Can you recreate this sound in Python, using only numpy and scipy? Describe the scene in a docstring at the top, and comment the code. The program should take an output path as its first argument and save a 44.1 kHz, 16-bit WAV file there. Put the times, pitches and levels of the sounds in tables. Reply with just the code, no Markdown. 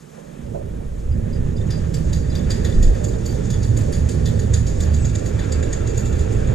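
"""Driveway before a garage: a motor hauls up a sectional steel door.
The panels boom and the frame drones: noise shaped by spectra and by resonant modes.
Rollers rush in their tracks as coloured noise; the torsion spring ticks as its coils slip,
each slip driving a bank of modes. Knocks, pings and a squeak join in; a quiet garden hisses below.
Two close microphone ports colour left and right differently."""
import sys
import numpy as np
from scipy import signal
from scipy.fft import rfft, irfft
from scipy.io import wavfile

SR = 44100
rng = np.random.default_rng(int(sys.argv[2]) if len(sys.argv) > 2 else 0)


def to_wav(sig):
    """Store sig (one row per channel, or 1-D mono) as 16-bit WAV at the path in sys.argv[1].

    Samples outside -1..1 are clipped; the rate is SR.
    """
    pcm = np.clip(np.atleast_2d(sig), -1, 1) * 32767
    pcm = np.round(pcm).astype(np.int16)
    wavfile.write(sys.argv[1], SR, pcm.T)  # frames by channels


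N = 288640
HZ = np.maximum(np.fft.rfftfreq(N, 1 / SR), 1)   # the FFT grid, kept above zero for logarithms
MOVES_S, FULL_SPEED_S = 1.13, 2.4   # the door gathers speed between these moments

# One section jolts over the bend: start in seconds, starting pitch in Hz, level in dB before the
# rise and decay, rise time constant in seconds, time to fall 60 dB in seconds.
JOLT = (2.735, 27, -10, .03, .7)


def from_db(db):
    """Decibel law: the amplitude gain of a level."""
    return 10 ** (np.asarray(db) / 20)


def rms_one(x):
    """Power normalisation: scales a signal to rms 1."""
    return x / np.sqrt(np.mean(x ** 2) + 1e-20)


def in_time(rows):
    """Linear interpolation: the columns of a curve at every sample."""
    s, *columns = np.transpose(rows)
    return [np.interp(np.arange(N) / SR, s, c) for c in columns]


def at_hz(points, column=1):
    """Interpolation over log frequency: a column of a spectrum table on the FFT grid."""
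    table = np.transpose(points)
    return np.interp(np.log(HZ), np.log(table[0]), table[column])


def ramp(start_s, end_s):
    """Linear growth from 0 to 1 between two moments, held on either side."""
    return np.clip((np.arange(N) / SR - start_s) / (end_s - start_s), 0, 1)


def drift(rate_hz):
    """Low-passed noise: a slow random wander of rms 1 with the given corner rate."""
    knots_per_s = 40
    knots = rng.standard_normal(int(N / SR * knots_per_s) + 2)
    smooth = signal.lfilter([1], [1, -np.exp(-2 * np.pi * rate_hz / knots_per_s)], knots)
    return np.interp(np.arange(N) / SR * knots_per_s, np.arange(len(knots)), rms_one(smooth))


def coloured(spectrum):
    """Spectral shaping: white noise weighted by a spectrum, silent outside it; rms 1."""
    inside = (HZ >= spectrum[0][0]) & (HZ <= spectrum[-1][0])
    white = rfft(rng.standard_normal(N))
    return rms_one(irfft(white * from_db(at_hz(spectrum)) * inside, N))


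def resonate(x, hz, width):
    """Damped oscillator: one two-pole resonance, gain 1 near its top, decay set by its width in Hz."""
    r = np.exp(-np.pi * width / SR)
    feed = np.array([1, 0, -1]) * (1 - r * r) / 2
    return signal.lfilter(feed, [1, -2 * r * np.cos(2 * np.pi * hz / SR), r * r], x)


def narrow(hz, width):
    """Randomly driven mode: steady noise twice through one resonance; rms 1."""
    return rms_one(resonate(resonate(rng.standard_normal(N), hz, width), hz, width))


def panels():
    """Plate vibration: a broad boom plus panel modes, each wavering in level on its own."""
    # Each row: frequency in Hz, density in dB per Hz.
    boom_spectrum = [(26, -49), (45, -1.5), (81, -2), (114, 1), (188, -7.5), (231, -12.5), (270, -20),
                     (350, -21.5), (590, -120)]
    # Panel modes, the three lowest first. Each row: frequency in Hz, resonance width in Hz,
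    # relative level in dB.
    panel_modes = [(75.65, 6.65, 1), (105.5, 10, -2.5), (121.2, 6.3, -8.5), (157, 14.7, -8),
                   (198.7, 7.3, -11.5), (231.8, 14.16, -11)]
    # The low panel modes waver in level, each on its own. Each row: time in seconds, then the levels
    # in dB of the three lowest modes, of which a share of the departure from the mean is heard.
    low_modes = [(1.2, -29.5, -32, -31), (2.17, -25.5, -36, -35), (2.34, -19, -32, -31),
                 (2.97, -38, -29, -35), (3.52, -24, -35, -37), (3.69, -24, -19.5, -23),
                 (3.84, -37, -31, -37), (4.05, -9, -30, -30), (4.12, -35, -44, -43),
                 (4.27, -17.5, -25, -34), (5.38, -25, -24, -32), (5.48, -20.5, -36, -16),
                 (6.01, -20, -26, -32.5), (6.5, -33, -39, -22)]
    # The motor takes up the load. Each row: time in seconds, level in dB of the large sections,
    # level in dB of the small ones.
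    boom_level = [(0.0, -52, -44.5), (0.35, -55, -39), (0.49, -31, -35), (1.07, -30, -38.5),
                  (1.11, -17.5, -47.5), (1.15, -23.5, -29.5), (2.75, -20, -25), (2.99, -20, -30),
                  (3.32, -22, -26.5), (3.66, -18, -27), (3.81, -19.5, -25), (5.98, -21.5, -32),
                  (6.55, -18, -26)]
    split_hz = 135   # large sections below, small ones above
    waver_share, drift_db, modes_db = .35, 1, 1
    wavers = [waver_share * (db - db.mean()) for db in in_time(low_modes)]
    wavers += [drift_db * drift(0.58) for mode in panel_modes[3:]]   # the upper modes drift at random
    modes = sum(from_db(db + waver) * narrow(hz, width)
                for (hz, width, db), waver in zip(panel_modes, wavers))
    boom = rfft(coloured(boom_spectrum) + from_db(modes_db) * rms_one(modes))
    large = rms_one(irfft(boom * (HZ < split_hz), N))
    small = rms_one(irfft(boom * (HZ >= split_hz), N))
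    large_db, small_db = in_time(boom_level)
    return from_db(large_db) * large + from_db(small_db) * small


def shudder():
    """Low-frequency forced vibration: builds up at the start and swells while a section jolts."""
    # Each row: frequency in Hz, density in dB per Hz.
    shudder_spectrum = [(8.8, -39), (15, 1.5), (48, -7), (55, 4), (72, -20), (120, -120)]
    full_db, rise_db, full_s = -26, 44, 1
    swell_db, hold_s, edge_s = 14, 0.198, 0.018
    s = JOLT[0]
    swell = ramp(s, s + edge_s) - ramp(s + hold_s, s + hold_s + edge_s)
    missing_db = rise_db * (1 - ramp(0, full_s)) ** 2
    return from_db(full_db - missing_db + swell_db * swell) * coloured(shudder_spectrum)


def jolt():
    """Transient oscillation: the whole door swings at a low, rising pitch and settles."""
    s, hz, db, rise, t60 = JOLT
    t = np.maximum(np.arange(N) / SR - s, 0)
    envelope = from_db(db - 60 * t / t60) * (1 - np.exp(-t / rise))
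    return envelope * np.sin(2 * np.pi * hz * t * (1 + 0.45 * t))


def drone():
    """Structure-borne sound: broad frame noise plus modes, each growling at its own pace."""
    # Each row: frequency in Hz, density in dB per Hz.
    drone_spectrum = [(150, -18), (250, 0), (301, -3), (425, -3), (514, -7.5), (688, -22), (800, -24),
                      (1040, -31), (1760, -120)]
    # Frame modes. Each row: frequency in Hz, resonance width in Hz, relative level in dB.
    growl = [(288, 37, 0), (351.2, 26, -0.5), (411.2, 33, 0), (458.4, 32.4, 0), (526, 29.6, -3.5),
             (586.7, 43, -6.5)]
    # Each row: time in seconds, level of the drone in dB.
    drone_level = [(0.0, -53.5), (0.49, -42), (0.54, -40), (1.11, -44), (1.15, -38), (2.79, -33),
                   (4.43, -32.5), (4.59, -35.5), (5.76, -32), (6.55, -33.5)]
    growl_db, waver_db = -2, 2.6
    modes = sum(from_db(db + waver_db * drift(3.0)) * narrow(hz, width) for hz, width, db in growl)
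    body = rms_one(coloured(drone_spectrum) + from_db(growl_db) * rms_one(modes))
    return from_db(in_time(drone_level)[0] + 1.07 * drift(3.7)) * body


def frame_hum():
    """Modal resonance: one wavering mode of the frame hums once it is loaded."""
    from_s = 0.18
    return from_db(-55 + 2.7 * drift(8.4)) * ramp(from_s - .05, from_s) * narrow(572, 78)


def hollow():
    """Cavity-like resonance: the wavering hollow band of the frame."""
    # Each row: time in seconds, level in dB.
    hollow_level = [(1.1, -60), (2.5, -58), (2.9, -39.5), (3.15, -41), (3.5, -50), (4.2, -42), (4.8, -46),
                    (5.3, -40.5), (6.0, -42), (6.55, -40.5)]
    return from_db(in_time(hollow_level)[0] + 2.0 * drift(3.7)) * narrow(440, 200)


def inside_garage():
    """Room resonance: wavering bands of the garage interior, heard once the gap is wide."""
    # Each row: frequency in Hz, resonance width in Hz, level in dB.
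    room_modes = [(1364, 150, -56), (1633, 120, -57), (2333, 220, -59), (2697, 85, -59)]
    bands = sum(from_db(db + 3 * drift(5.0)) * narrow(hz, width) for hz, width, db in room_modes)
    return ramp(4.96, 5) * bands


def rollers(speed):
    """Rolling noise: a broad rush and a ringing track that flicker together."""
    # Each row: frequency in Hz, density in dB per Hz.
    rush_spectrum = [(410, -8), (700, 0.5), (1040, -2), (1770, 0), (2140, -5.5), (2340, -4.5), (2860, -8.5),
                     (3300, -8.5), (4290, -16.5), (7260, -120)]
    # The rush grows as the gap under the door opens. Each row: time in seconds, level in dB.
    rush_level = [(0.0, -58), (0.42, -55), (1.02, -56), (1.42, -51), (2.6, -45.5), (2.68, -46), (3.9, -48),
                  (4.19, -46.5), (4.68, -48.5), (5.23, -45), (6.44, -43.5), (6.55, -43)]
    track_db, track_rise_db, waver_db = -57, 2.5, 1.5   # at full speed; gain since it began to move
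    peak_db, peak_s, peak_width_s = 8, 2.7, 0.32   # strongest soon after full speed
    late_db, late_s = 5, 6.4   # it rings again when the door is high
    peak = np.exp(-((np.arange(N) / SR - peak_s) / peak_width_s) ** 2)
    level_db = track_db - track_rise_db * (1 - speed) + peak_db * peak
    level_db += late_db * ramp(late_s, late_s + .2) + waver_db * drift(9.5)
    track = from_db(level_db) * ramp(MOVES_S - .05, MOVES_S) * narrow(1781, 260)
    rush = from_db(in_time(rush_level)[0]) * coloured(rush_spectrum)
    return from_db(1.6 * drift(3.6)) * (rush + track)


def sizzle(speed):
    """High-frequency friction noise: grows with speed and flickers."""
    # Each row: frequency in Hz, density in dB per Hz.
    sizzle_spectrum = [(1760, -62.5), (3000, -22), (3530, -4), (4170, -4.5), (4650, -3), (5210, -3.5),
                       (5840, -1.5), (6870, 4.5), (8460, -6.5), (9950, -14), (11300, -10), (12600, -37),
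                       (13400, -30), (14100, -58), (15000, -78)]
    full_db, rise_db, flicker_db = -49.5, 10.5, 2
    level_db = full_db - rise_db * (1 - speed) + flicker_db * drift(14)
    return from_db(level_db) * coloured(sizzle_spectrum)


def slip(after):
    """Impulsive force: one catch of the coils, with a quick rise and a quick fall."""
    after = np.maximum(after, 0) / .0062   # in time constants
    return after * np.exp(1 - after) ** 2


def spring():
    """Stick-slip: a gritty snap, then a chattering rattle, excite modes of varied strength and tuning."""
    # Spring ticks and fainter catches. Each row: time in seconds, drive of the main modes in dB, main
    # pitch in Hz, drives of the low, middle, upper and top modes in dB, rattle against snap in dB.
    ticks = [(1.7081, -38, 6750, -40, -35, -61, -60, 1.5), (1.9428, -29.5, 7400, -43, -33, -48, -48, 1.5),
             (2.1312, -27, 6780, -40, -36, -51, -55, 3.5), (2.3543, -35, 6700, -34, -32, -54, -45, -6),
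             (2.3917, -37, 6660, -53, -53, -54, -64, -6), (2.5052, -25.5, 6980, -39, -32.5, -49, -52, 5.5),
             (2.5627, -40, 6670, -51, -50, -54, -59, -1), (2.649, -28.5, 6940, -38.5, -35.5, -50, -52, 5),
             (2.7234, -40, 7100, -43.5, -47, -58, -69, -1), (2.8296, -22, 6940, -39, -31.5, -49, -48, 0),
             (2.9492, -42, 6700, -48, -43, -60, -53, -6), (3.045, -21.5, 6970, -48, -35, -44, -45, -3),
             (3.1872, -55, 6970, -63, -63, -60, -68, -10), (3.26, -26, 6860, -51, -37, -45, -45, 0),
             (3.4047, -44, 6950, -53, -60, -62, -72, -5), (3.5044, -27.5, 6800, -44, -38, -50, -58, 5),
             (3.6314, -33, 7170, -45, -42, -50, -60, 7.5), (3.7706, -25, 6730, -45, -40, -45, -50, 4.5),
             (3.8117, -35, 7400, -52, -44, -51, -59, 0), (3.928, -30.5, 6760, -45, -40, -46, -56, 8.5),
             (4.0921, -26, 6800, -41, -34.5, -42, -50, 3.5), (4.2589, -27.5, 6770, -37, -37.5, -50, -50, 6),
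             (4.3944, -32.5, 6680, -45.5, -40.5, -49, -56, 5.5),
             (4.5407, -17.5, 6700, -34, -30.5, -39.5, -49, 1),
             (4.6704, -26.5, 6740, -44, -37, -51, -58, 3.5), (4.8073, -20, 6900, -36, -33.5, -44, -47, 0.5),
             (4.941, -22, 6800, -37.5, -36, -47, -49, -3), (5.0504, -22.5, 6750, -38, -35.5, -52, -57, -1),
             (5.155, -21, 6970, -39, -34, -52, -61, -4), (5.2619, -23.5, 6800, -40, -36, -48, -48, -4),
             (5.3943, -31.5, 6750, -38, -40, -54, -58, 1.5), (5.5234, -19.5, 6880, -39, -32, -53, -56, -2),
             (5.6306, -26, 6960, -39, -40, -57, -62, 1), (5.7314, -20, 6830, -36, -35, -51, -57, -1),
             (5.8755, -24, 6800, -38.5, -41, -61, -61, 1), (5.976, -24, 6840, -47, -41.5, -50, -52, 6),
             (6.0561, -29, 6970, -44, -44, -51, -57, 3.5), (6.1275, -35, 6700, -46, -50, -57, -62, 5),
             (6.1915, -33.5, 7000, -47, -47, -55, -64, 7.5), (6.327, -32.5, 7140, -54, -48, -51, -62, 3),
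             (6.368, -38, 6690, -55, -47, -57, -67, -3), (6.4054, -44, 6750, -52, -54, -57, -76, -2),
             (6.4737, -33, 6750, -47, -54, -58, -73, -2)]
    # Spring and bracket modes. Each row: frequency in Hz, resonance width in Hz, relative level in dB.
    spring_modes = [(1795, 300, 4.5), (3540, 270, 5), (4006, 90, 0.5), (4610, 120, 1.5), (4835, 250, 1),
                    (5680, 730, -1.5), (6697, 180, -0.5), (6850, 260, 1), (7340, 470, -2), (8400, 900, -3),
                    (9600, 1400, 6.5), (12700, 1200, 8)]
    # For each mode, the drive it takes: 0 main, 1 low, 2 middle, 3 upper, 4 top.
    groups = [1, 1, 1, 2, 2, 2, 0, 0, 0, 3, 3, 4]
    moving_mode = 7   # takes the main pitch of each tick
    strength_spread_db, detune = 1.5, .008   # each slip finds the coils a little differently loaded
    main_lag_s, stagger_s = .002, .0015   # main modes answer late; modes do not answer all at once
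    contact_db, grit_db = .16, 2.5   # uneven contacts felt by all modes at once; by each mode alone
    t60_s, high_lasts = .29, 1.4   # the high modes rattle longer
    high_snap_db, main_rattle_db = -5, -4.5   # high modes snap less, main modes rattle less
    chatter_per_s, chatter_db = 350, 15   # separate touches of coil on coil
    rebound_db, broad_db = -16, -9
    t = np.arange(-1500, 13500) / SR
    after, out = np.maximum(t, 0), np.zeros(N + len(t))
    # a faint noise swells for a few milliseconds before each snap
    lead_in = from_db(-4) * np.exp(np.minimum(t, 0) / .0035) * (t < 0)
    onset = 1 - np.exp(-after / 0.0027)
    broad = signal.butter(2, [1200, 9000], "band", fs=SR, output="sos")
    chance = rng.standard_normal((len(ticks), 3, len(spring_modes)))
    for (s, main_db, pitch_hz, *others_db, rattle_db), (own, tuning, timing) in zip(ticks, chance):
        levels_db = [main_db, *others_db]
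        contact = from_db(contact_db * rng.standard_normal(50).repeat(300))
        touched = rng.random(len(t)) < chatter_per_s / SR
        touches = from_db(chatter_db) * touched * rng.standard_normal(len(t))
        # two faint catches follow each slip at uneven gaps
        rebounds = sum(rng.random() * 2 * slip(t - late) for late in rng.uniform(.012, .05, size=2))
        snap = slip(t) + from_db(rebound_db) * rebounds
        tick = 0
        for k, ((hz, width, db), group) in enumerate(zip(spring_modes, groups)):
            main, high = group == 0, group >= 3
            fall_db = 60 * after / (t60_s * (high_lasts if high else 1))
            rattle = from_db(rattle_db + main_rattle_db * main - fall_db) * onset
            shape = lead_in + from_db(high_snap_db * high) * snap + rattle
            force = from_db(levels_db[group] + strength_spread_db * own[k]) * contact * shape
            grit = from_db(grit_db * rng.standard_normal(75).repeat(200)) * rng.standard_normal(len(t))
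            hz = pitch_hz if k == moving_mode else hz * (1 + detune * tuning[k])
            rung = resonate(resonate(force * (grit + touches), hz, width), hz, 2 * width)
            even = np.sqrt(SR / (np.pi * width))   # offsets the power lost in a narrow mode
            lag_s = main_lag_s * main + stagger_s * timing[k]
            tick = tick + from_db(db - 16.5) * even * np.roll(rung, round(lag_s * SR))
        # a broad noise follows the middle modes' drive and the rattle of the last mode
        dull = from_db(levels_db[2] + broad_db) * contact * (lead_in + snap + rattle)
        tick = tick + signal.sosfilt(broad, dull * rng.standard_normal(len(t)))
        out[round((s - .0045 + t[0]) * SR):][:len(t)] += tick   # slips 4.5 ms ahead of the listed time
    return out[:N]


def rings(table, rise, width, rough, sag=0, bounce=0):
    """Free vibration: tones roughened by narrow noise start softly, hold, then stop; may sag and throb."""
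    out, t = np.zeros(N + SR), np.arange(int(.3 * SR)) / SR
    throb = 1 - bounce * np.sin(np.pi * 38 * t - .6) ** 2   # 38 bounces per second
    for s, hz, db, t60 in table:
        scuff = rms_one(resonate(resonate(rng.standard_normal(len(t)), hz, width), hz, width))
        tone = np.sin(2 * np.pi * (hz * t * (1 - sag * t / 2) + rng.random())) + rough * scuff
        envelope = from_db(db - 60 * (t / t60) ** 2) * (1 - np.exp(-t / rise))
        out[round(s * SR):][:len(t)] += envelope * throb * tone
    return out[:N]


def pings():
    """Amplitude-modulated ringing: a loose bracket bounces while its pitch sags."""
    # Each row: start in seconds, starting pitch in Hz, level in dB before the envelope,
    # time to fall 60 dB in seconds.
    bracket_pings = [(1.118, 4900, -52, .08), (1.328, 4880, -46, .11), (1.563, 4880, -46, .08),
                     (1.578, 3600, -48, .04), (1.61, 3600, -46, .04), (1.708, 4810, -40, .19),
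                     (1.943, 7500, -43, .07), (2.13, 4900, -40, .08), (2.298, 4850, -41, .06),
                     (2.315, 4000, -47, .08), (2.322, 3460, -45, .035), (2.356, 4680, -37, .06),
                     (2.392, 3520, -45, .035), (2.44, 3510, -45, .035), (2.52, 3640, -43, .05),
                     (2.74, 4850, -45, .08), (3.047, 3500, -39, .04), (3.257, 4560, -36, .05),
                     (3.29, 4640, -41, .1), (3.5, 3460, -43, .08), (3.535, 3460, -41, .11),
                     (3.54, 4600, -46, .06), (4.537, 3600, -34, .045)]
    return rings(bracket_pings, rise=0.00134, width=400, rough=.4, sag=.12, bounce=.6)   # sag: share per s


def frame_rings():
    """Free vibration: the hollow frame rings as the load comes on."""
    # Each row: start in seconds, pitch in Hz, level in dB before the envelope,
    # time to fall 60 dB in seconds.
    ring_table = [(.17, 460, -38, .07), (.541, 563, -32, .11), (.55, 400, -37, .1), (.601, 554, -35, .07),
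                  (.799, 581, -40, .07)]
    return rings(ring_table, rise=.005, width=180, rough=.8)


def knocks():
    """Impact noise: faint dull bursts die away as the door takes the load."""
    # Each row: start in seconds, level in dB before the filter and envelope, upper band edge in Hz,
    # time to fall 60 dB in seconds.
    knock_table = [(0.164, -49, 2500, 0.15), (0.461, -44, 7000, 0.067), (0.545, -42, 1900, 0.25),
                   (1.114, -44, 2980, 0.147), (1.33, -48, 8000, 0.205)]
    out, t = np.zeros(N), np.arange(int(.3 * SR)) / SR
    for s, db, hz, t60 in knock_table:
        envelope = from_db(db - 60 * t / t60) * (1 - np.exp(-t / 0.0018))
        burst = envelope * rng.standard_normal(len(t))
        band = signal.butter(3, [700, hz], "band", fs=SR, output="sos")
        out[round(s * SR):][:len(t)] += signal.sosfilt(band, burst)
    return out


def squeak():
    """Frequency modulation: a roller squeaks as one sine whose pitch ends in a fall, with soft ends."""
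    # Each row: time in seconds, pitch in Hz, rms level in dB before the soft ends.
    squeak_path = [(4.985, 7900, -50), (5.0, 7900, -50), (5.02, 7940, -48.5), (5.04, 7550, -42),
                   (5.056, 7000, -44)]
    hz, db = in_time(squeak_path)
    t = np.arange(N) / SR
    ends = np.clip(np.minimum(t - squeak_path[0][0], squeak_path[-1][0] - t) / .008, 0, 1)
    return np.sqrt(2) * from_db(db) * ends * np.sin(2 * np.pi * np.cumsum(hz) / SR)


def singing(speed):
    """Sustained modal excitation: the moving door keeps bracket modes singing, each wavering."""
    # Each row: frequency in Hz, resonance width in Hz, level in dB at full speed.
    bracket_modes = [(3589, 110, -66), (4628, 120, -65), (6760, 110, -58)]
    return speed * sum(from_db(db + 4.5 * drift(7.0)) * narrow(hz, width)
                       for hz, width, db in bracket_modes)


def garden():
    """Stationary noise: the steady hiss of the garden."""
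    # Each row: frequency in Hz, density in dB per Hz.
    garden_spectrum = [(410, -4.5), (700, -6.5), (1310, -6.5), (1780, -39), (2560, -16.5), (5170, -17.5),
                       (7700, -13.5), (12400, -15), (14100, -35), (15000, -54.5)]
    return from_db(-58) * coloured(garden_spectrum)


def ports(x):
    """Interchannel coherence: left is shaded and shifted against right; scatter has opposite signs."""
    # Each row: frequency in Hz, left against right in dB, phase lead of left in radians,
    # coherence from 0 to 1.
    port_table = [(30, -2.2, -.4, .98), (100, -5, -.35, .99), (200, -9.8, -.24, .93), (290, -14, 0, .78),
                  (345, -18.5, .8, .58), (410, -17, 1.9, .68), (480, -12.3, 2.4, .92), (620, -7, 2.75, .95),
                  (850, -4.5, 3.1, .75), (1100, 0, 1.8, .1), (1800, 5.5, 1.1, .55), (2600, 6, .4, .35),
                  (3800, 2.5, .2, .7), (5800, -3.5, .8, .35), (6700, -2, .07, .85), (11000, 1.5, 0, .4)]
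    t = np.arange(SR // 4) / SR
    scatter = rng.standard_normal(len(t)) * np.exp(-t / .055)
    turn = rfft(scatter / np.sqrt(np.sum(scatter ** 2)), N)
    gain, alike = from_db(at_hz(port_table)), at_hz(port_table, column=3)
    direct = gain * np.sqrt(alike) * np.exp(1j * at_hz(port_table, column=2))
    loose = gain ** 2 * (1 - alike)
    both = np.abs(1 + direct) ** 2 + loose   # power of left plus right
    # the part of left minus right that follows the sum, then the part that does not
    tied = ((direct - 1) * np.conj(1 + direct) + loose) / both
    free = np.sqrt(np.maximum((np.abs(direct - 1) ** 2 + loose) / both - np.abs(tied) ** 2, 0))
    lead = 2000   # samples of room for the response ahead of time zero
    response = np.roll(irfft(tied + free * turn, N), lead)[:SR // 3]
    side = signal.fftconvolve(x, response)[lead:lead + N]
    return np.array([x + side, x - side])


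def scene():
    """Superposition: door, spring and garden add before they reach the two ports."""
    speed = ramp(MOVES_S, FULL_SPEED_S)
    door = panels() + shudder() + jolt()
    door += drone() + frame_hum() + hollow() + inside_garage()
    door += rollers(speed) + sizzle(speed)
    metal = spring() + pings() + frame_rings() + knocks() + squeak() + singing(speed)
    return ports(door + metal + garden())


def record(dry):
    """Linear filtering: the microphone housing dips in the treble and rolls off above; the top is cut."""
    housed = dry - .8 * resonate(dry, 11200, 1300)
    housed = signal.sosfilt(signal.butter(8, 13700, fs=SR, output="sos"), housed)
    return signal.sosfilt(signal.cheby2(12, 70, 15100, fs=SR, output="sos"), housed)


dry = scene()
out = record(dry)
to_wav(out)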